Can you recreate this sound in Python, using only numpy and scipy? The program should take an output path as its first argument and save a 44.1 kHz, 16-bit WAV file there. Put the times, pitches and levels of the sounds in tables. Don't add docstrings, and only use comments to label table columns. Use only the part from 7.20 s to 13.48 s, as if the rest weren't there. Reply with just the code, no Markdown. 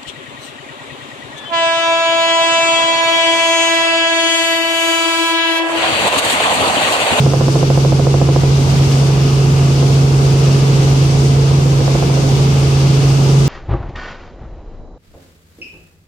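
import sys
import numpy as np
from scipy import signal
from scipy.fft import rfft, irfft
from scipy.io import wavfile
from scipy.ndimage import uniform_filter1d, minimum_filter1d

SR = 44100
rng = np.random.default_rng(int(sys.argv[2]) if len(sys.argv) > 2 else 0)


def store_wav(level_fs):
    pcm = np.round(np.clip(np.atleast_2d(level_fs), -1, 1) * 32767)
    wavfile.write(sys.argv[1], SR, pcm.T.astype(np.int16))


N = 276948
TIME = np.arange(N) / SR
BLADE_HZ, TAIL_HZ, CYCLE_HZ = 13.648, 81.2, 22.85


def undb(db):
    return 10 ** (np.asarray(db) / 20)


def stereo(pan_db):
    return undb(np.array([[pan_db], [-pan_db]]) / 2)


def walk(rate_hz):
    hold = max(int(SR / rate_hz), 1)
    steps = np.repeat(rng.standard_normal(N // hold + 1), hold)
    slewed = uniform_filter1d(uniform_filter1d(steps, hold), hold)[:N]
    return slewed / slewed.std()


def turns(hz, wander):
    return hz * TIME + wander * walk(1.192)


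def partial(cycles, multiple, db, flutter_db=0, flutter_hz=1):
    wave = np.sqrt(2) * np.sin(2 * np.pi * (multiple * cycles + rng.random()))
    return wave * undb(db + flutter_db * walk(flutter_hz))


# time in seconds, level in dB.
BOOM_LEVELS = [(0, -10.5), (0.35, -14), (0.7, -11.1), (1.1, -11.5), (2.6, -10.5), (3.5, -10.5),
               (4.35, -10.0), (4.8, -12.5), (5.35, -11), (5.65, -11.0), (5.85, -10), (6.28, -10)]
# multiple of the cycle rate, relative level in dB, left minus right in dB.
ENGINE_ORDERS = [(2, -41.5, 0), (4, -39.5, 9), (5, -41.5, 2), (7, -31, -2), (10, -36, -1), (12, -36, 4.5),
                 (14, -38.5, 3), (15, -38, -2), (16, -39, -6.5), (17, -35.5, 3), (18, -34, -1.5),
                 (19, -36, 1), (20, -37, -5)]

def engine():
    cycles = turns(CYCLE_HZ, wander=0.0074)
    boom_db = np.interp(TIME, *np.transpose(BOOM_LEVELS))
    boom = partial(cycles, 6, boom_db) * stereo(-1.4)
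    orders = sum(partial(cycles, k, db, flutter_db=2.1, flutter_hz=7.9) * stereo(pan_db)
                 for k, db, pan_db in ENGINE_ORDERS)
    return boom * undb(0.27 * walk(14)) + orders * undb(1.0)


# multiple of that rotor's blade rate, level in dB.
THROB_HARMONICS = [(3, -44), (4, -32), (5, -31.5), (6, -30), (7, -34), (8, -32), (9, -63), (11, -42)]
BUZZ_HARMONICS = [(1, -31.5), (2, -29.5), (3, -48), (4, -37.5)]

def rotors():
    main, tail = turns(BLADE_HZ, wander=0.0031), turns(TAIL_HZ, wander=0.042)
    throb = sum(partial(main, k, db, flutter_db=1.0, flutter_hz=5.8) for k, db in THROB_HARMONICS)
    buzz = sum(partial(tail, k, db, flutter_db=-0.3, flutter_hz=7.3) for k, db in BUZZ_HARMONICS)
    return throb * stereo(-0.4) + buzz


# frequency in Hz, left-right correlation.
AIR_LIKENESS = [(60, 1), (140, 0.92), (290, 0.92), (640, 0.56), (1400, -0.46), (3000, 0.065),
                (7000, -0.052)]

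def airflow(spectrum, eddy_db):
    hz = np.maximum(np.fft.rfftfreq(N, 1 / SR), 1)
    like_hz, like = np.transpose(AIR_LIKENESS)
    like = np.interp(np.log(hz), np.log(like_hz), like)
    mid, side = rfft(rng.standard_normal((2, N)))
    pair = mid * np.sqrt((1 + like) / 2) + np.array([[1], [-1]]) * side * np.sqrt((1 - like) / 2)
    points_hz, *sides_db = np.transpose(spectrum)
    gain = undb([np.interp(np.log(hz), np.log(points_hz), db) for db in sides_db])
    skirts = np.minimum(1, np.minimum(hz / points_hz[0], points_hz[-1] / hz)) ** 8
    pair = pair * gain * skirts * np.sqrt(SR / 2)
    out = 0
    for octave in range(int(np.log2(points_hz[0])), int(np.log2(points_hz[-1])) + 2):
        band = np.maximum(0, 1 - np.abs(np.log2(hz) - octave))
        out = out + irfft(pair * band, N) * undb(eddy_db * walk(10))
    return out


# pitch in Hz, half-width in Hz, relative peak level in dB, left minus right in dB.
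VENT_WHISTLES = [(1212, 118, -64.5, -6), (1711, 60, -71.5, 16.5), (2565, 27, -64.5, -2),
                 (2810, 217, -65.5, -1), (3880, 78, -84, 8), (4524, 52, -68.5, 13), (4820, 100, -73, 15),
                 (5394, 67, -67, 13)]

def vents():
    hz = np.maximum(np.fft.rfftfreq(N, 1 / SR), 1)
    out = 0
    for centre, half_width, db, pan_db in VENT_WHISTLES:
        resonance = 1 / (1 + 1j * (hz / centre - centre / hz) * centre / (2 * half_width)) ** 2
        whistle = irfft(rfft(rng.standard_normal(N)) * resonance * np.sqrt(SR / 2), N)
        out = out + stereo(pan_db) * undb(db) * whistle
    return out


# frequency in Hz, left and right base levels in dB per Hz.
RUMBLE_SPECTRUM = [(20, -68, -69), (35, -61, -57), (60, -48.5, -54), (110, -48, -44), (152, -38, -43),
                   (184, -52, -45), (260, -46.5, -48), (360, -52.5, -47), (520, -53.5, -50),
                   (659, -58, -58.5), (656, -59, -50.5), (920, -57.5, -57), (1215, -60.5, -62),
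                   (1520, -62, -63.5)]
HISS_SPECTRUM = [(1986, -64.5, -65), (2350, -64.5, -63.5), (2870, -67.5, -65), (3300, -64, -63.5),
                 (4050, -64, -69), (4860, -62, -68), (5330, -62, -77), (6240, -64, -68),
                 (7330, -70.5, -70.5), (8400, -76, -71.5), (10300, -82, -77.5), (11950, -91.5, -83),
                 (14200, -89, -82.5), (15200, -109, -82)]
# time in seconds, level in dB, played relative to its mean.
AIR_SWELLS = [(0, -30.5), (1.1, -32.5), (1.5, -29), (2.2, -30.5), (3.45, -29.5), (4.3, -31), (5.4, -30),
              (6.28, -29.5)]

def slipstream():
    air_db = np.interp(TIME, *np.transpose(AIR_SWELLS))
    swell_db = air_db - air_db.mean()
    buffet_db = -0.1 + 0.92 * swell_db + 1.4 * undb(wake(TIME))
    downwash = np.cos(2 * np.pi * BLADE_HZ * TIME)
    rumble = airflow(RUMBLE_SPECTRUM, eddy_db=0.4) * undb(buffet_db + 0.5 * downwash)
    leaks = airflow(HISS_SPECTRUM, eddy_db=0.67) + vents() * undb(-1.5 + 1.54 * walk(5))
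    leak_db = -0.14 + swell_db - 0.55 * downwash + 0.38 * walk(17)
    return rumble + leaks * undb(leak_db)


# start and end in seconds, strength in dB, build-up and die-away in dB per second.
WAKE_SPELLS = [(0, 1.16, -3.5, 100, 82), (2.62, 2.646, -8.5, 200, 95), (4.743, 4.832, -6.5, 30, 50)]

def wake(t, sag_db_per_s=0.5):
    spells = []
    for start, end, db, rise, fall in WAKE_SPELLS:
        before, during, after = np.maximum([start - t, t - start, t - end], 0)
        spells.append(db - rise * before - sag_db_per_s * during - fall * after)
    return np.max(spells, axis=0)


# delay in milliseconds, crack pitch in Hz, crack width in seconds, left gain, right gain.
SLAP_PATHS = [(1.6, 443, 0.00029, 0.68, 2), (5.5, 600, 0.00056, 0.2, 0.45), (7.4, 570, 0.0008, 0.16, 0.63),
              (13.4, 370, 0.00038, .15, 0.24)]
# pitch in Hz, seconds to fall 60 dB, relative gain, left minus right in dB.
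CABIN_MODES = [(270, 0.11, 0.04, 5), (333.6, 0.22, 0.13, 5), (491, 0.07, 0.1, -5)]

def blade_slaps(first_s=0.0615, scatter_db=0.7, faintest_db=-21, typical_db=-7, gain_db=2.0):
    age = np.arange(SR // 10) / SR
    out = np.zeros((2, N + len(age)))
    passes = np.arange(first_s, N / SR, 1 / BLADE_HZ)
    strengths = wake(passes) + scatter_db * rng.standard_normal(len(passes))
    for pass_s, db in zip(passes, strengths):
        if db < faintest_db:
            continue
        stretch = undb(0.058 * (typical_db - db))
        slap = 0
        for delay_ms, hz, crack_s, left, right in SLAP_PATHS:
            since = (age - delay_ms / 1000) / stretch
            pulse = -np.sin(2 * np.pi * hz * since) / np.cosh(np.minimum(since / crack_s, 20))
            slap = slap + np.array([[left], [right]]) * pulse
        for hz, t60, gain, pan_db in CABIN_MODES:
            ring = np.sin(2 * np.pi * hz * age) * np.exp(-np.log(1000) * age / t60)
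            slap = slap + gain * ring * stereo(pan_db) * stretch ** 2
        start = int(pass_s * SR)
        out[:, start:start + len(age)] += slap * undb(db + gain_db)
    return out[:, :N]


def scene():
    return engine() + rotors() + blade_slaps() + slipstream()


def record(dry):
    bass_hz, top_hz, ceiling = 22, 15450, 0.98
    sound = signal.sosfilt(signal.butter(2, bass_hz, "high", fs=SR, output="sos"), dry)
    allowed = ceiling / np.maximum(np.abs(sound).max(axis=0), ceiling)
    gain = uniform_filter1d(minimum_filter1d(allowed, size=60), size=60)
    return signal.sosfilt(signal.ellip(10, 0.2, 80, top_hz, fs=SR, output="sos"), sound * gain)


dry = scene()
out = record(dry)
store_wav(out)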